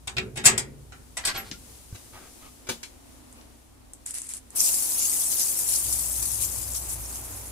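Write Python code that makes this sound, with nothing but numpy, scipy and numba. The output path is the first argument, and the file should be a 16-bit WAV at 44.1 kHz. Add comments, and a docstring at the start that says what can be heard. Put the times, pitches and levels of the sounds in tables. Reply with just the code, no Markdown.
"""A shower sprays on the wet floor of a small brick hut: thousands of short ringing drops, with wall echoes.
Before it the bolt of a steel door is worked back and the hinges squeak: contact forces excite decaying modes.
Steps knock on duckboards by the same principle; soles and door edge rub by stick-slip; the shower head spits.
The listener backs out into the garden, where a far engine drones (a wavering tone over rumbling noise)
amid soft hiss and still air (coloured noise)."""
import sys
import numpy as np
from scipy import signal
from scipy.fft import rfft, irfft, next_fast_len
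from scipy.io import wavfile
from scipy.ndimage import uniform_filter1d, map_coordinates
from numba import njit

SR = 44100
rng = np.random.default_rng(int(sys.argv[2]) if len(sys.argv) > 2 else 0)


def wav_out(sig):
    """Save sig, one row per channel (or a flat mono array), as 16-bit PCM at SR to the path in sys.argv[1]."""
    wavfile.write(sys.argv[1], SR, np.round(np.clip(np.atleast_2d(sig).T, -1, 1) * 32767).astype(np.int16))


N = 331191
TIME = np.arange(N) / SR

# Spectra of fine spray, big drops and water landing on the boards: frequency_hz, gain_db
SPRAY_SPECTRUM = [(1500, -26.5), (4000, -19.5), (5500, -11), (7000, -5), (8500, -1.5), (10000, -0.5),
                  (12000, -4), (14500, -9), (16000, -16)]
SPLATTER_SPECTRUM = [(1500, -60), (2400, -13), (3400, -11.5), (4500, -4.5), (6000, 1), (7500, 4),
                     (9000, -18), (12000, -36)]
PATTER_SPECTRUM = [(80, -36), (130, 1), (190, -5.5), (280, 2), (430, -3.5), (600, -2), (1000, -3),
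                   (1600, -10), (2500, -10.5), (3500, -15.5), (5000, -13)]
# The shower as heard by the listener, who turns and backs out: time_s, level_db, left_minus_right_db
SHOWER_HEARD = [(4.6, -25, 3.5), (5.75, -26.5, 4), (6.45, -30.5, 7), (7.03, -37.5, 2), (7.5, -41, 1.5)]
# Big splashes, relative to the steady spray: start_s, length_s, fine_drops_db, big_drops_db
SPLASHES = [(4.595, 0.098, 0, -2.5), (4.99, 0.072, -21, -4), (5.305, 0.033, -1, -8),
            (5.387, 0.047, -2, -3.5), (5.69, 0.068, -6, -5.5), (6.222, .02, -3, -6),
            (6.41, 0.038, 3.5, -3.5), (6.746, 0.03, 2, -2.5), (6.89, 0.05, 4.5, -13),
            (7.15, 0.013, -1, -2.5)]
# Fat drops smacking on boards and bricks close by: start_s, level_db
SMACKS = [(4.606, -32), (4.741, -25), (4.823, -28), (5.0484, -31), (5.6875, -27), (5.735, -24.5),
          (5.759, -25.5), (5.866, -33), (5.925, -24.5), (5.992, -31), (6.224, -30.5), (6.2546, -28),
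          (6.315, -32), (6.76, -33.5), (6.8915, -42), (7.125, -39.5)]
# Spectrum of a smack: frequency_hz, gain_db
SMACK_SPECTRUM = [(900, -40), (2500, -35), (4500, -4), (6500, -1.5), (9500, 12), (12000, 2), (15500, -41)]
# Single spits and drips: start_s, level_db
SPITS = [(3.3268, -35), (3.935, -27), (4.0626, -18.5), (4.108, -20), (4.142, -21), (4.184, -19.5),
         (4.218, -20.5), (4.2696, -30), (4.291, -23), (4.337, -16.5), (4.505, -31.5), (4.562, -21),
         (4.578, -24)]
# Spectrum of a spit: frequency_hz, gain_db
SPIT_SPECTRUM = [(300, -13), (2500, -23.0), (5500, -12.0), (8000, 6.0), (11000, -4.5), (15500, -27.0)]
# Spurts of the shower head while air leaves the pipe: start_s, length_s, level_db
SPURTS = [(4.062, 0.054, -37), (4.14, 0.048, -34), (4.19, 0.082, -41.5), (4.29, 0.029, -35.5),
          (4.336, 0.041, -39.5), (4.505, 0.046, -56)]
# Spectrum of the sputtering crackle: frequency_hz, gain_db
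SPUTTER_SPECTRUM = [(800, -24.5), (2200, -15), (3500, -19), (5500, -13), (7000, -7.5), (9000, -1),
                    (11000, -7.5), (12500, -19), (15500, -38)]

# Blows on the door: start_s, contact_s, leaf_clank_db, bolt_ring_db, panel_boom_db
DOOR_BLOWS = [(.073, 0.0057, -35, -36.5, -44.5), (.166, 0.0052, -31, -57, -32.5),
              (.182, 0.009, -37.5, -48, -32), (.357, 0.015, -37.5, -44, -52),
              (.371, 0.0083, -32, -37, -32.5), (.439, 0.0093, -31, -40, -50), (.447, 0.0039, -35, -28, -47),
              (.4545, 0.0074, -21.5, -14.5, -37.5), (.462, 0.012, -18, -12.5, -26),
              (.578, 0.0068, -33, -23, -40.5), (.921, 0.0025, -45, -68, -50),
              (1.169, 0.011, -33.5, -32, -59), (1.251, 0.0069, -36, -26.5, -52),
              (1.271, 0.013, -28.5, -28, -42.5), (1.347, 0.047, -31, -44, -40.5)]
# The bolt handle raps on the leaf; the door edge clacks past the frame: start_s, contact_s, level_db
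HANDLE_RAPS = [(.077, 0.0058, -36), (.168, 0.01, -32), (.1815, 0.006, -27.5)]
EDGE_CLACKS = [(1.2515, .008, -30), (1.272, .014, -28)]
# Dense rings of leaf, bolt in its guides, panel, handle and door edge: frequency_hz, gain_db
LEAF_SPECTRUM = [(100, -11), (400, -11), (700, -1.5), (1100, -5.5), (2100, -0.5), (3500, -11),
                 (5000, -12.5), (8000, -13), (14000, -57)]
BOLT_SPECTRUM = [(1500, -29.5), (4000, -15), (5800, -11.5), (8000, -5), (9500, -10), (11000, -22),
                 (13000, -20), (15000, -47)]
PANEL_SPECTRUM = [(30, -18), (65, -7), (130, 1), (175, -5.5), (225, -1.5), (290, -10), (385, -1.5),
                  (600, -17.5), (900, -32.5)]
HANDLE_SPECTRUM = [(1200, -16), (2500, 5), (4000, 0), (9000, -28)]
EDGE_SPECTRUM = [(2400, -24), (4400, 5), (9000, -28)]
# Single modes of the door parts: frequency_hz, gain_db, t60_s
LEAF_MODES = [(780, 11, 0.21), (1637, -13.5, 0.22), (1869, -4.5, .24), (2090, -6, 0.26), (2310, -7, 0.3),
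              (2574, -7.5, 0.23), (2930, -12.5, 0.24), (3002, -2, 0.11), (3540, -1.5, 0.19),
              (3772, 8.5, 0.17)]
BOLT_MODES = [(5029, -8, .16), (5920, -6, .15), (7084, -2, .15), (7488, 0, .15), (7843, 3, .13),
              (8058, 1, .13), (8250, 1, .12), (8521, -2, .12), (8680, -1, .1), (9184, 0, .11)]
PANEL_MODES = [(131.3, 0.5, 0.37), (138.3, -7.5, 1.54), (227.6, -8.5, 1.06), (377, -4, 0.45),
               (531.5, -8, 0.54), (685, -4.5, 0.13), (782, -9, .18)]
HANDLE_MODES = [(2380, 3, 0.063), (2750, -9, 0.04), (3470, -3, 0.052), (4110, -16, 0.06)]
# Hinge squeaks: start_s, length_s, start_pitch_hz, end_pitch_hz, level_db
SQUEAKS = [(1.169, 0.022, 1963, 1980, -31), (1.234, 0.041, 1960, 1890, -37),
           (1.252, .085, 12450, 12200, -39), (1.268, 0.075, 1606, 1540, -37),
           (1.37, 0.062, 11870, 11600, -30.5), (1.534, .05, 1380, 1450, -48.5)]
# The door edge rubs along its frame; soles shuffle on the boards: start_s, length_s, level_db
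SCRAPES = [(1.236, 0.035, -37.5), (1.266, 0.061, -35.5), (1.338, 0.054, -38), (1.44, 0.064, -51.5)]
SHUFFLES = [(2.13, 0.066, -49), (2.2, 0.1, -56.5), (2.41, 0.086, -52), (3.35, 0.078, -57)]
# Resonances struck by the slips: frequency_hz, width_hz, gain_db
SCRAPE_RESONANCES = [(680, 230, -14), (1140, 92, 3), (1374, 55, -7.5), (1626, 51, 5), (1900, 68, -6),
                     (2450, 130, -1), (3300, 210, 3), (4250, 1000, 9)]
SHUFFLE_RESONANCES = [(455, 130, -3), (814, 600, 5.5), (1250, 78, -1.5), (2150, 960, 2)]

# Steps on the duckboards: start_s, contact_s, thud_db, slat_knock_db, grit_db
STEPS = [(1.926, 0.0079, -35.5, -60, -74), (1.947, 0.017, -45, -47.5, -47), (2.125, 0.16, -52, -44, -55),
         (2.669, 0.009, -61, -45, -48), (2.689, 0.0146, -46, -30, -28), (2.830, 0.009, -61, -56, -36.5)]
# Dense rings of slats and grit: frequency_hz, gain_db
SLAT_SPECTRUM = [(80, -7), (150, 9), (380, 5.5), (800, 0.5), (1500, -5), (3000, -10), (7000, -12),
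                 (15000, -17)]
GRIT_SPECTRUM = [(600, -18), (1600, -6.5), (4000, -2.5), (7000, -3.5), (11000, -9.5), (15000, -34)]
# Modes of loose slats, and of boards flexing under a foot: frequency_hz, gain_db, t60_s
SLAT_MODES = [(232, -7, .33), (358, -7, .19), (953, -6, .15), (1540, -1, .07), (2340, -2, .08)]
THUD_MODES = [(105, -1, 0.09), (68, -11, 0.16)]
# Dry taps close by: start_s, level_db
TAPS = [(1.513, -39), (3.412, -61)]
# Spectrum of a tap: frequency_hz, gain_db
TAP_SPECTRUM = [(80, 4), (240, 13), (700, -10.5), (1100, -15), (1800, -3), (3800, -1), (6000, 1.5),
                (8500, -12), (14000, -39)]

# Far engine, screened off while the listener is between the walls: time_s, level_db
DRONE_LEVEL = [(0, -51), (1.6, -54), (2.2, -60), (5.6, -58), (5.9, -44.5), (7.0, -43), (7.5, -48)]
# Soft high hiss, strongest just inside the hut: time_s, level_db
HISS_LEVEL = [(0, -60.5), (1.0, -57.5), (1.5, -50), (2.4, -51), (2.7, -55.5), (3.3, -55), (3.7, -61),
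              (7.5, -51)]
# Low room noise, which swells a little deep inside the hut: time_s, level_db
AIR_LEVEL = [(0, -57.5), (2.5, -55.5), (3.3, -52), (3.9, -56), (7.5, -60)]
# Spectra of engine rumble, hiss, and still air of hut and garden: frequency_hz, gain_db
RUMBLE_SPECTRUM = [(25, -18), (45, 6), (70, 1.5), (110, 9.5), (135, -4.5), (155, -0.5), (190, -16.5),
                   (280, -31), (500, -42)]
HISS_SPECTRUM = [(400, 5.5), (1500, -7.0), (4000, -4), (7000, 0.0), (10000, 2.0), (15500, -9.5)]
AIR_SPECTRUM = [(20, -17), (38, 8.5), (60, -5.5), (95, -0.5), (130, -21), (180, -14), (255, 2), (400, -12),
                (800, -12.5), (1600, -21), (4000, -25), (16000, -49)]

# The valve opens once and stays open; a first trickle reaches the boards just ahead of the spray
OPENS_S, OPENING_S, TRICKLE_LEAD_S = 4.548, 0.018, 0.042
SPLATTER_DB, PATTER_DB = -16, -45.5  # big drops against fine spray; level of water landing on the boards
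SURGE_ATTACK_S, SURGE_RELEASE_S = 0.011, 0.013
# Small splashes at random moments: mean rate and length, level, half-range of level, share of big drops
SMALL_SPLASHES_PER_S, SMALL_SPLASH_S = 12, 0.0037
SMALL_SPLASH_DB, SMALL_SCATTER_DB, SMALL_SPLATTER_DB = -6.5, -0.5, -3
SMACK_S = 0.0043  # contact time
SLIPS_PER_S, SCRAPE_SAG = 850, 0.035  # mean stick-slip rate; share by which resonances fall during one rub
TAP_LAG_S = .003  # travel time of the bending wave at 1 kHz
RUMBLE_DB = -2  # against the engine's hum
HISS_LEFT_DB = 3
TOP_HZ = 15550


def shower():
    """Superposition of drops: fine jets hiss, big drops splatter, both surge, and the floor patters below."""
    opened = np.clip((TIME - OPENS_S) / OPENING_S, 0, 1)
    landing = np.clip((TIME - OPENS_S + TRICKLE_LEAD_S) / (TRICKLE_LEAD_S + OPENING_S), 0, 1)
    spray = drops(SPRAY_SPECTRUM, count=45000, cycles=14, scatter_db=2.1, wet_db=-1)
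    splatter = drops(SPLATTER_SPECTRUM, count=5000, cycles=10, scatter_db=2.5, wet_db=-2)
    small = small_splashes()
    # powers add, so the gains are roots of summed powers
    fine_gain = np.sqrt(1 + surges(SPLASHES, axis=2) + small)
    big_power = undb(SPLATTER_DB) ** 2 + surges(SPLASHES, axis=3) + undb(SMALL_SPLATTER_DB) ** 2 * small
    spray = shimmer(spray, patchy_db=3.0, rate=70, count=40) * fine_gain
    splatter = shimmer(splatter, patchy_db=6.0, rate=35, count=70) * np.sqrt(big_power)
    patter = drops(PATTER_SPECTRUM, count=24000, cycles=10.6, scatter_db=1.5, wet_db=5.5) * undb(PATTER_DB)
    # the jets break up unevenly, so the whole spray flutters, slowly and fast
    flutter = undb(0.53 * walk(45) + 0.23 * walk(260))
    falling = panned(spray + splatter, curve(SHOWER_HEARD, axis=2)) * undb(curve(SHOWER_HEARD, axis=1))
    return opened * flutter * falling + landing * patter


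def drops(points, count, cycles, scatter_db, wet_db):
    """Shot noise: drops of very unequal size from all sides, with the brick walls' reflections; rms 1."""
    when, pitch, life, size, place = rng.random((count, 5)).T
    sizes = undb(-scatter_db * np.log(np.maximum(size, .002)))
    sides = np.transpose([np.sin(place * np.pi / 2), np.cos(place * np.pi / 2)])
    # the weaker channel hears the drop up to 0.4 ms later
    arrivals = when[:, None] * N + (1 - sides) * .0004 * SR
    hz = points[0][0] + pitch * (points[-1][0] - points[0][0])
    direct = grains(arrivals.astype(np.int64), hz, cycles * (.5 + life), sizes[:, None] * sides)
    echoes = walls(direct, t60=0.26)
    return unit(unit(colour(direct, points)) + undb(wet_db) * unit(colour(echoes, points)))


@njit
def grains(starts, hz, cycles, sizes):
    """Damped oscillation: each drop rings a few cycles, rising in pitch; starts and sizes hold two channels."""
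    out = np.zeros((2, N))
    for k in range(len(starts)):
        length = int(cycles[k] * SR / hz[k]) + 3
        phase = 0.
        for i in range(min(length, N - max(starts[k, 0], starts[k, 1]))):
            phase += 2 * np.pi * hz[k] * (1 + .1 * i / length) / SR
            v = np.sin(phase) * np.exp(-5. * i / length) / np.sqrt(length)
            out[0, starts[k, 0] + i] += sizes[k, 0] * v
            out[1, starts[k, 1] + i] += sizes[k, 1] * v
    return out


def walls(x, t60):
    """Diffuse reverberation: many echo paths off the bricks blend into noise that follows a decaying power."""
    fade = np.exp(-2 * np.log(1000) * np.arange(SR // 2) / SR / t60)
    power = signal.fftconvolve(np.mean(x ** 2, axis=0), fade / fade.sum())[:N]
    return np.sqrt(np.maximum(power, 0)) * unit(stereo_noise(N))


def shimmer(x, patchy_db, rate, count=24):
    """Time-varying spectrum: drop sizes keep changing, so each narrow band swells and fades by itself."""
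    _, _, spectra = signal.stft(x, SR, nperseg=512)
    bins, frames = spectra.shape[1:]
    patches = rng.standard_normal((count + 1, 2000))
    bands = np.linspace(0, count, bins)
    moments = np.linspace(0, min(rate * N / SR, 1999), frames)
    where = np.meshgrid(bands, moments, indexing="ij")
    gain = undb(patchy_db * map_coordinates(patches, where, order=1))
    return unit(signal.istft(spectra * gain, SR)[1][:, :N])


def surges(rows, axis=2):
    """Power envelope of water surges (start_s, length_s, level_db): each rises fast, holds and dies away."""
    held = np.zeros(N)
    for row in rows:
        held[int(row[0] * SR):int((row[0] + row[1]) * SR)] += undb(row[axis]) ** 2
    keep = np.exp(-2 / (SURGE_RELEASE_S * SR))
    released = signal.lfilter([1 - keep], [1, -keep], held + 1e-18)
    return np.abs(uniform_filter1d(np.maximum(held, released), int(SURGE_ATTACK_S * SR) + 1))


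def small_splashes():
    """Random point process: power of brief splashes of unequal size once the valve opens."""
    count = int(SMALL_SPLASHES_PER_S * (N / SR - OPENS_S))
    when, length, size = rng.random((200, 3))[:count].T
    starts = OPENS_S + when * (N / SR - OPENS_S)
    levels = SMALL_SPLASH_DB + SMALL_SCATTER_DB * (2 * size - 1)
    return surges(zip(starts, SMALL_SPLASH_S * (.5 + length), levels))


def smacks():
    """Impact excitation: fat drops burst with a wet crack that the bricks throw back as a dense ring."""
    splat = dense_ring(SMACK_SPECTRUM, t60_low=.13, t60_high=.13, crack_db=-4)
    hits = force([(start, SMACK_S, db) for start, db in SMACKS], axis=2)
    return panned(through(hits, splat), curve(SHOWER_HEARD, axis=2))


def sputter():
    """Two-phase flow: air and water share the pipe, giving sharp noise bursts over spurts of ringing drops."""
    pops = np.zeros((2, N))
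    t = np.arange(SR // 50) / SR
    for start, db in SPITS:
        i = int(start * SR)
        pops[:, i:i + len(t)] += undb(db) * rng.standard_normal((2, len(t))) * np.exp(-t / .0016)
    pops = pops + undb(-4) * walls(pops, t60=.14)
    pops = colour(pops, SPIT_SPECTRUM)
    crackle = drops(SPUTTER_SPECTRUM, count=32000, cycles=9, scatter_db=2.7, wet_db=-1)
    return panned(pops + crackle * np.sqrt(surges(SPURTS)), left_db=1.5)


def door():
    """Modal excitation of steel: a clank of the leaf, a bright ring of the bolt and a long panel boom."""
    leaf = dense_ring(LEAF_SPECTRUM, t60_low=0.28, t60_high=0.17, crack_db=-12)
    leaf = leaf + undb(-8.5) * mode_ring(LEAF_MODES, np.pi)
    bolt = dense_ring(BOLT_SPECTRUM, t60_low=0.2, t60_high=0.11, crack_db=-2.5)
    bolt = bolt + undb(-4) * mode_ring(BOLT_MODES, np.pi)
    panel = dense_ring(PANEL_SPECTRUM, t60_low=0.87, t60_high=0.18, crack_db=-27.0)
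    panel = panel + undb(-2.0) * mode_ring(PANEL_MODES, 0.37)
    handle = dense_ring(HANDLE_SPECTRUM, t60_low=0.11, t60_high=0.097)
    handle = handle + undb(-3.5) * mode_ring(HANDLE_MODES, 2.3)
    edge = dense_ring(EDGE_SPECTRUM, t60_low=.15, t60_high=.15)
    clank = panned(through(force(DOOR_BLOWS, axis=2), leaf), left_db=0.5)
    ring = panned(through(force(DOOR_BLOWS, axis=3), bolt), left_db=2.0)
    boom = through(force(DOOR_BLOWS, axis=4, rough=False), panel)
    raps = through(force(HANDLE_RAPS, axis=2), handle)
    clacks = through(force(EDGE_CLACKS, axis=2), edge)
    return clank + ring + boom + raps + clacks


def hinge():
    """Stick-slip of dry steel heard as a self-sustained oscillation: a thin, unsteady, gliding whistle."""
    out = np.zeros(N)
    waver = 1 + 0.0023 * walk(400)
    for start, length, from_hz, to_hz, db in SQUEAKS:
        age = np.clip((TIME - start) / length, 0, 1)
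        hz = (from_hz + (to_hz - from_hz) * age) * waver
        swell = np.interp(age, [0, .15, .5, 1], [0, 1, .4, 0])
        out += undb(db) * swell * np.sin(2 * np.pi * np.cumsum(hz) / SR)
    return np.array([out, out])


def rubs(rows, resonances):
    """Uneven stick-slip: each slip strikes short resonances, which sink as the contact slides on."""
    out = np.zeros((2, N))
    t = np.arange(SR // 25) / SR
    for start, length, db in rows:
        gaps, sizes = rng.random((140, 2)).T
        turns = rng.uniform(-np.pi, np.pi, (len(resonances), 2, 1)) / 2  # phase in each channel
        ages = np.cumsum(.5 + gaps) / SLIPS_PER_S
        rub = np.zeros((2, SR // 2))
        for age, size in zip(ages[ages < length], sizes):
            sag = 1 + SCRAPE_SAG * (.5 - age / length)
            slip = 0
            for (hz, width, gain_db), turn in zip(resonances, turns):
                decay = np.sqrt(width) * np.exp(-np.pi * width * t)
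                slip = slip + undb(gain_db) * decay * np.sin(2 * np.pi * hz * sag * t + turn)
            i = int(age * SR)
            rub[:, i:i + len(t)] += (.5 + size) * np.sqrt(np.sin(np.pi * age / length)) * slip
        i = int(start * SR)
        out[:, i:i + SR // 2] += undb(db) * np.sqrt(length * SR) * unit_energy(rub)
    return out


def steps():
    """Impact on coupled bodies: the duckboards thud, loose slats knock and grit scrapes under the sole."""
    slats = dense_ring(SLAT_SPECTRUM, t60_low=0.17, t60_high=0.27, crack_db=-6.5)
    slats = slats + undb(-5.0) * mode_ring(SLAT_MODES, 0.54)
    gritty = dense_ring(GRIT_SPECTRUM, t60_low=0.11, t60_high=0.18, crack_db=-4.0)
    thud = through(force(STEPS, axis=2, rough=False), mode_ring(THUD_MODES, 0))
    knock = through(force(STEPS, axis=3), slats)
    grit = through(force(STEPS, axis=4), gritty)
    return thud + panned(knock + grit, left_db=2.5)


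def taps():
    """Dispersion of bending waves: the treble of a tick arrives first, its low knock behind, with a ring."""
    hz = np.fft.rfftfreq(SR, 1 / SR)
    # phase of a delay that falls as the root of frequency
    dispersed = irfft(np.exp(-4j * np.pi * TAP_LAG_S * np.sqrt(1000 * hz)), SR)
    tick = unit_energy(colour(dispersed, TAP_SPECTRUM))
    ring = dense_ring(TAP_SPECTRUM, t60_low=.16, t60_high=.14, crack_db=-30)
    hits = np.zeros(N)
    for start, db in TAPS:
        hits[int(start * SR)] = undb(db) * np.sqrt(SR / 50)
    return panned(through(hits, tick + undb(2) * ring), left_db=3.5)


def force(table, axis, rough=True):
    """Contact force: a run of tiny impacts, or a soft 1 ms push; levels refer to a fiftieth of a second."""
    out = np.zeros(N + SR)
    push = np.hanning(44) / np.hanning(44).sum()
    for row in table:
        size = max(int(row[1] * SR), 8)
        chance = rng.standard_normal(SR // 4)[:size]
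        burst = unit_energy(chance * np.abs(chance) * np.linspace(1, .5, size)) if rough else push
        start = int(max(row[0], 0) * SR)
        out[start:start + len(burst)] += undb(row[axis]) * burst * np.sqrt(SR / 50)
    return out[:N]


def dense_ring(points, t60_low, t60_high, crack_db=0):
    """High modal density: a short crack, then noise that decays at separate rates below and above 2.6 kHz."""
    t = np.arange(SR) / SR
    noise = colour(stereo_noise(SR), points)
    low = signal.sosfilt(signal.butter(2, 2600, fs=SR, output="sos"), noise)
    high = signal.sosfilt(signal.butter(2, 2600, "high", fs=SR, output="sos"), noise)
    tail = low * np.exp(-np.log(1000) * t / t60_low) - high * np.exp(-np.log(1000) * t / t60_high)
    crack = colour(stereo_noise(SR) * np.exp(-t / .0008) * (t < .02), points) * (t < .02)
    return unit_energy(unit_energy(tail) + undb(crack_db) * unit_energy(crack))


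def mode_ring(modes, spread):
    """Sum of damped modes; `spread` scales the random phase of each mode in each channel."""
    t = np.arange(SR) / SR
    ring = 0
    for hz, db, t60 in modes:
        phase = spread * rng.uniform(-1.48, 1, (2, 1))
        ring = ring + undb(db) * np.sin(2 * np.pi * hz * t + phase) * np.exp(-np.log(1000) * t / t60)
    return unit_energy(ring)


def through(x, response):
    """Linear system: convolve sound x with a stereo impulse response."""
    return signal.fftconvolve(np.atleast_2d(x), response, axes=1)[:, :N]


def surroundings():
    """Stationary background: a far engine's wavering tone with its rumble, a soft hiss, and still air."""
    firing_hz = 61.5 * (1 + 0.01794 * walk(7.8))
    hum = np.sqrt(2) * np.sin(2 * np.pi * np.cumsum(firing_hz) / SR) * undb(1.2 * walk(12))
    rumble = unit(colour(stereo_noise(N, apart_hz=132), RUMBLE_SPECTRUM))
    engine = undb(curve(DRONE_LEVEL)) * (hum + undb(RUMBLE_DB) * rumble)
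    hiss = unit(colour(stereo_noise(N), HISS_SPECTRUM))
    hiss = panned(hiss, HISS_LEFT_DB) * undb(curve(HISS_LEVEL) + 0.76 * walk(14))
    air = unit(colour(stereo_noise(N, apart_hz=110), AIR_SPECTRUM))
    return engine + hiss + air * undb(curve(AIR_LEVEL) + walk(8.5))


def stereo_noise(size, apart_hz=560):
    """Spatial coherence: white noise alike in both channels in the bass, more independent in the treble."""
    mid, side = rng.standard_normal((2, size))
    side = signal.sosfilt(signal.butter(1, apart_hz, "high", fs=SR, output="sos"), side)
    return np.array([mid + side, mid - side])


def walk(rate):
    """Random modulation: levels held 1 / rate s and smoothed twice; rms 1."""
    k = int(SR / rate)
    held = np.repeat(rng.standard_normal(N // k + 1), k)
    return unit(uniform_filter1d(uniform_filter1d(held, k), k)[:N])


def colour(x, points):
    """Spectral shaping: filter by (frequency_hz, gain_db) points joined over log frequency."""
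    size = next_fast_len(x.shape[-1])
    hz, db = np.transpose(points)
    gain = undb(np.interp(np.log(np.fft.rfftfreq(size, 1 / SR) + 1), np.log(hz), db))
    return irfft(rfft(x, size) * gain, size)[..., :x.shape[-1]]


def panned(x, left_db):
    """Level difference between channels: set the left gain left_db over the right."""
    return np.array([x[0] * undb(left_db / 2), x[1] * undb(-left_db / 2)])


def curve(table, axis=1):
    """Linear interpolation in time of one column of a table."""
    rows = np.array(table)
    return np.interp(TIME, rows[:, 0], rows[:, axis])


def undb(db):
    """Logarithmic level: decibels to amplitude gain."""
    return 10 ** (np.asarray(db) / 20)


def unit(x):
    """Power normalization: scale to rms 1."""
    return x / np.sqrt(np.mean(x ** 2))


def unit_energy(x):
    """Energy normalization: scale to energy 1 in each channel."""
    return x / np.sqrt(np.sum(x ** 2, axis=-1, keepdims=True))


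def scene():
    """Superposition of door, steps and water in and around the hut."""
    rubbing = rubs(SCRAPES, SCRAPE_RESONANCES) + rubs(SHUFFLES, SHUFFLE_RESONANCES)
    contacts = door() + hinge() + rubbing + steps() + taps()
    water = sputter() + shower() + smacks()
    return contacts + water + surroundings()


def record(dry):
    """Amplitude and band limits: clip at full scale, then a steep low-pass cuts the top."""
    lowpass = signal.ellip(10, .2, 70, TOP_HZ, fs=SR, output="sos")
    return signal.sosfilt(lowpass, np.clip(dry, -1, 1))


dry = scene()
out = record(dry)
wav_out(out)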